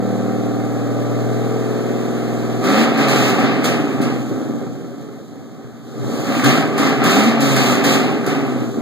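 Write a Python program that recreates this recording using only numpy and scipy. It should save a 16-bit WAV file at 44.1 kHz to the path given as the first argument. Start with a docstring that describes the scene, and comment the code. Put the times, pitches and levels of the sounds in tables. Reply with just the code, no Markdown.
"""A garage, where a straight-piped V8 truck holds a fast drone, is blipped, sinks to idle and revs twice more.
Each firing sends a pressure pulse down the open pipes, exciting their resonances, and leaves as a
turbulent jet that rasps and crackles. The periodic pulses form engine orders, harmonics of the cycle
rate. Unburnt fuel goes off in bursts, mostly as the throttle shuts. Hard walls reverberate, and a
microphone with two cross-coupled ports listens from beside the cab."""
import sys
import numpy as np
from scipy import signal
from scipy.fft import rfft, irfft, next_fast_len
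from scipy.io import wavfile
from scipy.ndimage import uniform_filter1d, map_coordinates

SR = 44100
rng = np.random.default_rng(int(sys.argv[2]) if len(sys.argv) > 2 else 0)


def wav_out(sig):
    """Save sig, one row per channel (or a flat mono array), as 16-bit PCM at SR to the path in sys.argv[1]."""
    wavfile.write(sys.argv[1], SR, np.round(np.clip(np.atleast_2d(sig).T, -1, 1) * 32767).astype(np.int16))


N = 388521
TIME = np.arange(N) / SR


def amp(db):
    """Decibels to amplitude ratio."""
    return 10 ** (np.asarray(db) / 20)


def unit(x):
    """Normalisation to rms 1."""
    return x / np.sqrt(np.mean(x ** 2) + 1e-20)


def along(points, hz):
    """Interpolation of (f/Hz, value) points on a log axis."""
    f, values = np.transpose(points)
    return np.interp(np.log(hz + 1), np.log(f + 1), values)


def curves(rows):
    """Linear interpolation in time of each column after t/s."""
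    times, *columns = np.transpose(rows)
    return [np.interp(TIME, times, column) for column in columns]


def wobble(rate):
    """Smooth random modulation, rate knots a second."""
    return map_coordinates(rng.standard_normal(int(N * rate / SR) + 4), [TIME * rate])


def filtered(x, response):
    """Linear filtering: the spectrum times a complex response."""
    size = 2 * next_fast_len(N // 2 + SR // 4)
    return irfft(rfft(x, size) * response(np.fft.rfftfreq(size, 1 / SR)), size)[..., :N]


def minimum_phase(gain):
    """Causality: folding the cepstrum gives a magnitude its minimum phase."""
    cepstrum = irfft(np.log(np.maximum(gain, 1e-6)))
    half = len(cepstrum) // 2
    return np.exp(rfft(np.r_[cepstrum[0], 2 * cepstrum[1:half], np.zeros(half)]))


def coloured(x, spectrum):
    """Causal spectral shaping by (f/Hz, gain/dB) points."""
    return filtered(x, lambda hz: minimum_phase(amp(along(spectrum, hz))))


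def resonances(modes, hz, stretch=1):
    """Modal superposition: one Lorentzian peak per mode."""
    return sum(amp(db) / (1 + ((hz - stretch * f) / (width / 2)) ** 2) for f, width, db in modes)


def levelled(pair, span_s):
    """Running normalisation: the first (mid) channel stays near rms 1."""
    size = int(span_s * SR)
    power = uniform_filter1d(uniform_filter1d(pair[0] ** 2, size), size)
    return pair / np.sqrt(np.abs(power) + 1e-12)


# side against mid for oblique arrival: f/Hz, gain/dB
OBLIQUE_SIDE = [(50, 1), (125, 4), (250, -4), (500, -10), (1000, -13)]
def oblique_side(mid):
    """Phase and level difference: sound reaches the right port first and a little stronger."""
    return filtered(mid, lambda hz: amp(along(OBLIQUE_SIDE, hz)) * (-1j - .08))


# reverberation time: f/Hz, T60/s
GARAGE_T60 = [(120, 0.12), (1000, 0.84), (4000, 0.58), (14000, 0.25)]
# side against mid for the echoes: f/Hz, gain/dB
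ECHO_SIDE = [(60, 12), (125, 2), (500, -9.5), (900, -7), (1400, 1), (2200, 0), (4000, -1.5), (8000, 0.5)]
def garage(x, wet_db):
    """Reverberation: reflections from hard walls decay exponentially. Returns mid and side."""
    hz, t, noise = signal.stft(rng.standard_normal((2, SR // 2)), SR, nperseg=256)
    tail = signal.istft(noise * amp(-60 * t / along(GARAGE_T60, hz)[:, None]), SR, nperseg=256)[1]
    echo = signal.fftconvolve(x[None], tail / np.linalg.norm(tail[0]), axes=1)[:, :N]
    mid = (x + amp(wet_db) * echo[0]) / np.hypot(1, amp(wet_db))
    diffuse_side = filtered(echo[1], lambda hz: amp(along(ECHO_SIDE, hz)))
    return np.array([mid, diffuse_side + oblique_side(mid)])


# engine speed, one cycle being two crank turns and eight firings: t/s, cycle rate/Hz
CYCLE_RATE = [(0, 19.38), (.88, 19.95), (2.06, 20.47), (2.61, 20.37), (2.75, 26.3), (2.85, 29.7),
              (3.5, 22.53), (4.15, 15.95), (4.9, 10.1), (5.4, 7.37), (5.84, 6.2), (6.15, 8.4),
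              (6.42, 15.03), (6.61, 20.1), (6.99, 17.6), (7.2, 25.97), (7.3, 29.35), (8.02, 21.4),
              (8.81, 13.7)]
# throttle stabs: opening t/s, shutting t/s
THROTTLE_STABS = [(2.62, 2.86), (5.85, 6.62), (7.05, 7.32)]
def crank(flywheel_s=0.06, load_s=0.41, lead_s=0.45):
    """Inertia rounds each change of speed; effort is the speed a pulling engine is heading for."""
    stabs = sum(1.0 * ((TIME >= opens) & (TIME < shuts)) for opens, shuts in THROTTLE_STABS)
    speed, throttle = uniform_filter1d(np.array([*curves(CYCLE_RATE), stabs]), int(flywheel_s * SR))
    acceleration = np.maximum(np.gradient(speed) * SR, 0)
    pull = throttle * uniform_filter1d(acceleration, int(load_s * SR))
    return speed, throttle, np.minimum(speed + lead_s * pull, speed.max())


# relative pulse amplitudes in firing order; the near bank is louder
FIRING_SIZES = [1.184, 0.45, 0.67, 0.944, 0.56, 1.047, 0.72, 0.48]
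def firings(cycle, steady, scatter_db, jitter_s):
    """Cyclic variation: one pulse per firing, less regular in size and time when burning is unsteady."""
    onsets = np.flatnonzero(np.diff(np.floor(cycle * len(FIRING_SIZES))))
    chance = rng.standard_normal((len(onsets), 2)) * (1 - 0.55 * steady[onsets, None])
    sizes = np.resize(FIRING_SIZES, len(onsets)) * amp(scatter_db * chance[:, 0])
    jittered = np.clip(onsets + jitter_s * SR * chance[:, 1], 0, N - 1)
    return np.bincount(jittered.astype(int), sizes, N)


def jets(pulses, life_s, spiky_db):
    """Turbulence: each pulse releases a decaying jet of noise, shot through with small shocks."""
    envelope = signal.lfilter([1], [1, -np.exp(-1 / (life_s * SR))], pulses)
    return unit(envelope * rng.standard_normal(N) * amp(spiky_db * wobble(1500)))


def flow(cycle, merge_hz=8.8):
    """Masking: at a slow idle, gas-flow noise merges the weak pulses into a burble."""
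    return (merge_hz / (np.gradient(cycle) * SR)) ** 3 * rng.standard_normal(N)


def steepened(x, load, soft_hz):
    """Wave steepening: loaded pulse fronts keep the treble above soft_hz that unloaded ones lose."""
    dull = filtered(x, lambda hz: 1 / np.sqrt(1 + (hz / soft_hz) ** 6))
    return dull + load * (x - dull)


# jet noise at the pipe mouths: f/Hz, level/dB
CRACKLE_SPECTRUM = [(800, -25), (2300, -30), (3200, 0), (4200, -2), (5400, -6.5), (7000, -2), (8500, -11),
                    (10000, -13), (15500, -12.5)]
def crackle(cycle, steady):
    """Jet noise: gas tears at the pipe mouths, evening out into a hiss at a held throttle."""
    pulses = firings(cycle, steady, scatter_db=2, jitter_s=0.00027)
    gas = jets(pulses, life_s=0.014, spiky_db=2.5) + flow(cycle) + steady * rng.standard_normal(N)
    return levelled(garage(coloured(gas, CRACKLE_SPECTRUM), wet_db=-3), span_s=0.14)


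# fuel bursts: t/s, crack level/dB, burn time/s, rasp level/dB, crackle level/dB
FUEL_BURSTS = [(2.64, -27, 0.23, -23, -35), (2.9757, -27, 0.081, -19, -32), (3.084, -20.5, 0.23, -20, -27),
               (3.39, -42, 0.035, -18.5, -35), (3.6425, -17.5, 0.026, -21.5, -24.5),
               (4.017, -25, 0.023, -25.5, -39), (6.4416, -17.5, 0.069, -16, -24),
               (6.779, -20.5, 0.12, -18.5, -30.5), (7.04, -18, 0.18, -17, -25.5),
               (7.406, -21.5, 0.15, -23, -26), (7.5634, -17, .18, -20, -25), (7.841, -18, 0.12, -18.5, -23),
               (8.2646, -24.5, 0.063, -24, -37)]
# first shock front of a burst: f/Hz, level/dB
SNAP_SPECTRUM = [(1000, -20), (3500, 4), (8000, 0.5), (15500, -1)]
# the shocks that follow: f/Hz, level/dB
SHOCK_SPECTRUM = [(300, -26), (1300, 15.5), (4000, 6), (7000, -1), (10000, -5), (15500, -15)]
def afterfire(cycle, steady, snap_db=-1.5, snap_t60=0.035, crack_t60=0.17, shocks_t60=0.36):
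    """Shock waves: fuel lights in the hot pipe with a bright snap, then a fading run of shocks."""
    age = np.arange(SR // 2) / SR
    decay = (amp(-60 * age / shocks_t60) + amp(-60 * age / crack_t60)) / 2
    blast, snap = np.zeros((2, N + SR))
    for start, db, *_ in FUEL_BURSTS:
        blast[round(start * SR):][:len(age)] += amp(db) * decay
        snap[round(start * SR):][:len(age)] += amp(db + snap_db - 60 * age / snap_t60)
    pulses = firings(cycle, steady, scatter_db=11, jitter_s=0.000078)
    shocks = coloured(jets(pulses, life_s=0.039, spiky_db=0.5), SHOCK_SPECTRUM)
    front = snap[:N] * unit(coloured(rng.standard_normal(N), SNAP_SPECTRUM))
    return garage(front + blast[:N] * levelled(shocks[None], span_s=.02)[0], wet_db=-4)


# held throttle: t/s, thump level/dB, rasp level/dB, crackle level/dB
HELD_LEVELS = [(0.0, -19.5, -33.5, -43.5), (0.74, -22.5, -33.5, -43.5), (1.34, -21, -32, -41.5),
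               (2.56, -22.5, -31.5, -41), (2.58, -21.5, -33, -41)]
# faster is louder: effort/Hz, thump level/dB, rasp level/dB, crackle level/dB
EFFORT_LEVELS = [(6.9, -38, -46.5, -54), (11.5, -29, -41.5, -49), (15.1, -22, -33, -42.5),
                 (25.6, -20, -25, -41), (30.4, -18, -24.5, -41.5)]
# for thump, rasp and crackle: open-throttle gain/dB at full effort
THROTTLE_GAIN = [-2, 1.5, 10.5]
# for the same three: rise time/s of a burst
BURST_RISE = [0.043, 0.1, 0.02]
# for the same three: decay rate/(dB/s) after burn-out
BURST_DECAY = [30, 46.5, 125]
def exhaust_levels(effort, throttle, held, burst_thump_db=-1.5):
    """Incoherent addition: engine and burst powers sum to thump, rasp and crackle levels in dB."""
    rates, *levels = np.transpose(EFFORT_LEVELS)
    drive = throttle * effort / effort.max()
    power = np.array([amp(np.interp(effort, rates, db) + gain * drive) ** 2
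                      for db, gain in zip(levels, THROTTLE_GAIN)])
    for start, _, burn_s, rasp_db, crackle_db in FUEL_BURSTS:
        near = slice(int((start - max(BURST_RISE)) * SR), int((start + 1) * SR))
        age = TIME[near] - start
        spent_s = np.maximum(age + BURST_RISE[0] / 2 - burn_s, 0)
        for layer, db in enumerate([rasp_db + burst_thump_db, rasp_db, crackle_db]):
            swell = np.clip(age / BURST_RISE[layer] + .5, 0, 1)
            power[layer, near] += (swell * amp(db - BURST_DECAY[layer] * spent_s)) ** 2
    return held * np.array(curves(HELD_LEVELS)) + (1 - held) * 10 * np.log10(power)


# surges and sags of thump and rasp: peak t/s, half length/s, gain/dB
SURGES = [(2.785, 0.093, 3), (4.25, 0.09, -4), (4.64, 0.052, 2.5), (5.197, 0.021, -0.5), (5.27, 0.036, -4),
          (5.357, 0.033, 0.5), (5.62, 0.049, 2), (5.745, 0.039, 0), (6.006, .07, 2.5), (6.1, 0.024, 0.5),
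          (6.228, 0.025, -2), (6.35, 0.072, 2.5), (6.697, 0.033, -2), (6.97, 0.022, -1.5),
          (7.026, 0.018, 3.5), (8.214, 0.033, -1.5), (8.718, 0.044, -4.5)]
def surges():
    """Amplitude modulation: the note briefly swells or dips along Gaussian curves, in dB."""
    return sum(db * np.exp(-np.minimum(np.abs(TIME - peak) / half, 10) ** 2) for peak, half, db in SURGES)


# midrange bark: f/Hz, level/dB
RASP_SPECTRUM = [(100, -50), (300, -17), (770, -2.5), (930, -12.5), (1030, -11), (1170, -2.5), (1320, -3.5),
                 (1420, -9), (1950, -8.5), (2500, -9.5), (3200, -14.5), (5000, -20.5), (9000, -51.5)]
def rasp(cycle, steady, load):
    """Source and filter: pulses and their jets bark through broad midrange peaks."""
    pulses = firings(cycle, steady, scatter_db=3, jitter_s=.0004)
    turbulence = amp(6.5 - 1.3 * steady) * jets(pulses, life_s=0.012, spiky_db=2)
    gas = unit(pulses) + turbulence + amp(6) * flow(cycle)
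    bark = steepened(coloured(gas, RASP_SPECTRUM), load, soft_hz=1635)
    return levelled(garage(bark, wet_db=-3.5), span_s=0.039)


# broad response of the open pipes: f/Hz, gain/dB
PIPE_RESPONSE = [(25, -57), (70, -24), (98, -29), (122, -8), (165, -9.5), (240, -1), (290, -1), (340, -2.5),
                 (550, -6.5), (660, -7.5), (780, -7), (880, -22.5), (1400, -56)]
# modes of pipes and garage: f/Hz, width/Hz, level/dB
BOOM_MODES = [(119, 18, -6), (188, 15, -3), (243.7, 20, -2.5), (278, 28, -5), (388, 34, -2.5),
              (429, 11, -4), (493, 11, -6), (544.4, 18, 4), (628, 8.6, -7), (702, 14, -4), (764, 40, -1)]
def pipes(x, ring_db=2, stretch=1):
    """Standing waves: narrow modes, tuned by stretch, rise from the broad response of the pipes."""
    def response(hz):
        peaks = amp(ring_db) * resonances(BOOM_MODES, hz, stretch)
        return minimum_phase(amp(along(PIPE_RESPONSE, hz)) * (1 + peaks))
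    return filtered(x, response)


# heavy firings off the throttle: t/s, level/dB
HEAVY_FIRINGS = [(4.001, -6.5), (4.312, -9.5), (4.354, -20), (4.496, -12.5), (4.536, -11.5), (5.318, -28),
                 (8.772, -11)]
# push of one such firing: f/Hz, level/dB
KICK_SPECTRUM = [(110, -14), (240, 5.5), (500, -6), (900, -7)]
def thuds():
    """Impulse response: each late, heavy firing rings the pipes once."""
    kicks = np.zeros(N)
    for start, db in HEAVY_FIRINGS:
        kicks[round(start * SR)] = amp(db)
    ring = pipes(coloured(kicks, KICK_SPECTRUM), ring_db=3.5)
    return garage(ring * kicks.max() / np.abs(ring).max(), wet_db=0)


# pipe modes that howl: f/Hz, width/Hz, level/dB
HOWL_MODES = [(90, 16, -38), (124.5, 9, -21), (135.4, 13, -21), (159, 6.1, -24), (192, 6.4, -25),
              (224.6, 22, -12), (252.6, 21, -7), (277, 13.4, -3.5), (314, 23, -12.5), (388, 27, -12.5),
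              (418, 18, -15.5), (510, 14, -29), (546.5, 16, -9.5)]
# clean orders in the revs: multiple of cycle rate, open-throttle level/dB, shut-throttle level/dB
REV_ORDERS = [(4, -6, -19.5), (5, -3, 6), (6, -6, 2.5), (7, -6, -14), (8, 9.5, -2), (9, -9, -11.5),
              (10, -12, 0), (11, 2, -10), (12, -18, -1), (13, -1, -9), (14, -2.5, -10), (15, -10, -1),
              (16, -6.5, -8), (17, 3.5, -6), (18, -1, -7), (20, -3.5, -1.5), (21, 0, -2), (23, 1, -2)]
def growl(cycle, speed, throttle, waver_db=2, slow_hz=6, fast_hz=16, blare_hz=233, cutoff_hz=127.5):
    """Forced resonance: each order howls as it sweeps through a pipe mode, more so at speed."""
    hz = np.arange(SR // 40)
    blare = amp(-24) * np.minimum(hz / blare_hz, 1) ** 4  # high orders sound between the modes too
    radiation = np.minimum(hz / cutoff_hz, 1) ** 4  # the pipe mouths radiate little bass
    response = (resonances(HOWL_MODES, hz) + blare) * radiation
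    rough_cycle = cycle + 0.0053 * wobble(60)
    tone = np.zeros(N)
    for order, open_db, shut_db in REV_ORDERS:
        order = round(order)
        level = shut_db + (open_db - shut_db) * throttle + waver_db * wobble(35)
        gain = np.interp(order * speed, hz, response) * amp(level)
        tone += gain * np.sin(2 * np.pi * (order * rough_cycle + rng.random()))
    tone *= np.sqrt(2) * np.clip((speed - slow_hz) / (fast_hz - slow_hz), 0, 1)
    return np.array([tone, oblique_side(tone)])


def thump(cycle, steady, load, wander_hz=7, heat_shift=.012, idle_hz=6.4, idle_bass_db=3.5):
    """Sound speed follows temperature: pulses boom through modes that wander with hot and cool gas."""
    pulses = firings(cycle, steady, scatter_db=3, jitter_s=0.00053)
    gas = unit(pulses) + jets(pulses, life_s=0.0054, spiky_db=0) + amp(3) * flow(cycle)
    hot = (1 + np.tanh(2 * wobble(wander_hz))) / 2
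    boom = hot * pipes(gas, stretch=1 + heat_shift) + (1 - hot) * pipes(gas, stretch=1 - heat_shift)
    bass = filtered(boom, lambda hz: 1 / (1 + (hz / 170) ** 4))
    boom += amp(idle_bass_db) * (idle_hz / (np.gradient(cycle) * SR)) ** 3 * bass  # deeper near idle
    return levelled(garage(steepened(boom, load, soft_hz=516), wet_db=-3.5), span_s=0.052)


def order_phase(order, speed):
    """Fourier series: an order takes its phase from the firing pattern and the pipe response."""
    hz = np.linspace(0, SR / 2, 8193)
    pipe = np.interp(order * speed, hz, minimum_phase(amp(along(PIPE_RESPONSE, hz))))
    return np.angle(pipe * np.fft.fft(FIRING_SIZES)[order % len(FIRING_SIZES)])


# line spectra of the drone at its lower and higher speed: multiple of cycle rate, level/dB
SLOW_ORDERS = [(3, -30), (4, -35), (5, -30.1), (6, -3.5), (7, -10), (8, -17), (9, -18), (10, 1.3),
               (11, -7.5), (12, 7), (13, -2), (14, 1), (15, 2), (16, -10), (17, -20), (18, -12), (19, -9),
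               (20, 2.9), (21, -10), (22, -3.1), (23, -12.5), (24, -4.5), (25, -9), (26, -1.5), (27, -15.4),
               (28, -2.4), (29, -19.5), (30, -19), (31, -26), (32, -9.5), (33, -17.5), (34, -15.2),
               (35, -8.5), (36, -9.5), (37, -10), (38, -17), (39, -4.5), (40, -17.6)]
FAST_ORDERS = [(3, -28), (4, -35), (5, -36.5), (6, 0.7), (7, -19), (8, -15), (9, -13), (10, -12), (11, 1.2),
               (12, 0.5), (13, -5), (14, -3.5), (15, -2.8), (16, -20), (17, -14.5), (18, 0), (19, -2),
               (20, -19), (21, -2.6), (22, -11), (23, -4), (24, -6.2), (25, -5.6), (26, -23), (27, -7),
               (28, -19), (29, -11.1), (30, -18), (31, -24.2), (32, -11.5), (33, -6), (34, -22), (35, -9.5),
               (36, -10), (37, -23.5), (38, -18), (39, -15.5), (40, -23)]
# lines that swell or sink: multiple of cycle rate, peak t/s, half length/s, gain/dB
ORDER_SWELLS = [(6, 0.87, 0.59, 6), (12, 0.89, 0.3, -5), (13, 0.05, 0.46, -1), (21, 1.4, 0.44, 8.5),
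                (23, 1.53, 0.15, 9.5), (24, 0.03, 0.19, 5), (29, 1.05, 0.41, 17), (30, 0.87, 0.36, 12),
                (33, 1.19, 0.15, 6.5), (35, 1.7, 0.34, 4)]
def drone(cycle, speed, waver_db=2, uneven_db=0.5, smear_radians=0.45):
    """Harmonic series: periodic firing gives clean lines whose balance shifts as the speed creeps up."""
    risen = np.clip((speed - 19.6) / .8, 0, 1)
    swells = {round(order): db * np.exp(-((TIME - peak) / half) ** 2)
              for order, peak, half, db in ORDER_SWELLS}
    tone = np.zeros(N)
    for (order, slow_db), (_, fast_db) in zip(SLOW_ORDERS, FAST_ORDERS):
        order = round(order)
        level = slow_db + (fast_db - slow_db) * risen + swells.get(order, 0) + waver_db * wobble(2.26)
        smear = smear_radians * rng.standard_normal()  # walls smear the pulses
        tone += amp(level) * np.cos(2 * np.pi * order * cycle + order_phase(order, speed[0]) + smear)
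    tone *= amp(uneven_db * wobble(44.9))
    return levelled(garage(tone, wet_db=-17), span_s=0.13)


# combustion: t/s, steadiness (0 to 1, where 1 is the most even)
STEADINESS = [(0, .93), (2.59, .93), (2.66, 0), (8.81, 0)]
def scene():
    """Superposition: the exhaust layers, timed by one crankshaft, sum to left and right."""
    speed, throttle, effort = crank()
    cycle = np.cumsum(speed) / SR
    steady, = curves(STEADINESS)
    held = steady / steady.max()
    thump_db, rasp_db, crackle_db = exhaust_levels(effort, throttle, held)
    thump_db, rasp_db = np.array([thump_db, rasp_db]) + surges()
    load = np.clip((rasp_db + 35) / 19, 0, 1)
    howl = (1 - held) * growl(cycle, speed, throttle)
    # the more power stands in clean orders, the less is left for ragged thumping
    ragged = np.clip(1 - uniform_filter1d(howl[0] ** 2, SR // 12), .3, 1)
    hum = np.sqrt(steady) * drone(cycle, speed)
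    boom = np.sqrt((1 - steady) * ragged) * thump(cycle, steady, load)
    bass = amp(thump_db) * (hum + boom + howl) + thuds()
    bark = amp(rasp_db) * rasp(cycle, steady, load)
    treble = amp(crackle_db) * crackle(cycle, steady) + afterfire(cycle, steady)
    mid, side = bass + bark + treble
    return np.array([mid + side, mid - side])


def record(dry):
    """Comb filtering: each channel is one port minus the other delayed; the mid's lows pass unchanged."""
    delay_samples, ceiling, top_hz = 16, .95, 15550
    def comb(hz):
        late = .99 * np.exp(-2j * np.pi * hz * delay_samples / SR)
        mid, side = np.abs(1 - late) / 2, np.abs(1 + late) / 2
        return np.array([np.where(hz < SR / delay_samples / 2, 1, mid), side])
    mid, side = filtered(np.array([dry[0] + dry[1], dry[0] - dry[1]]) / 2, comb)
    pair = np.array([mid + side, mid - side])
    rounded = pair / (1 + np.abs(pair / ceiling) ** 6) ** (1 / 6)  # soft saturation of the peaks
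    return filtered(rounded, lambda hz: hz < top_hz)


dry = scene()
out = record(dry)
wav_out(out)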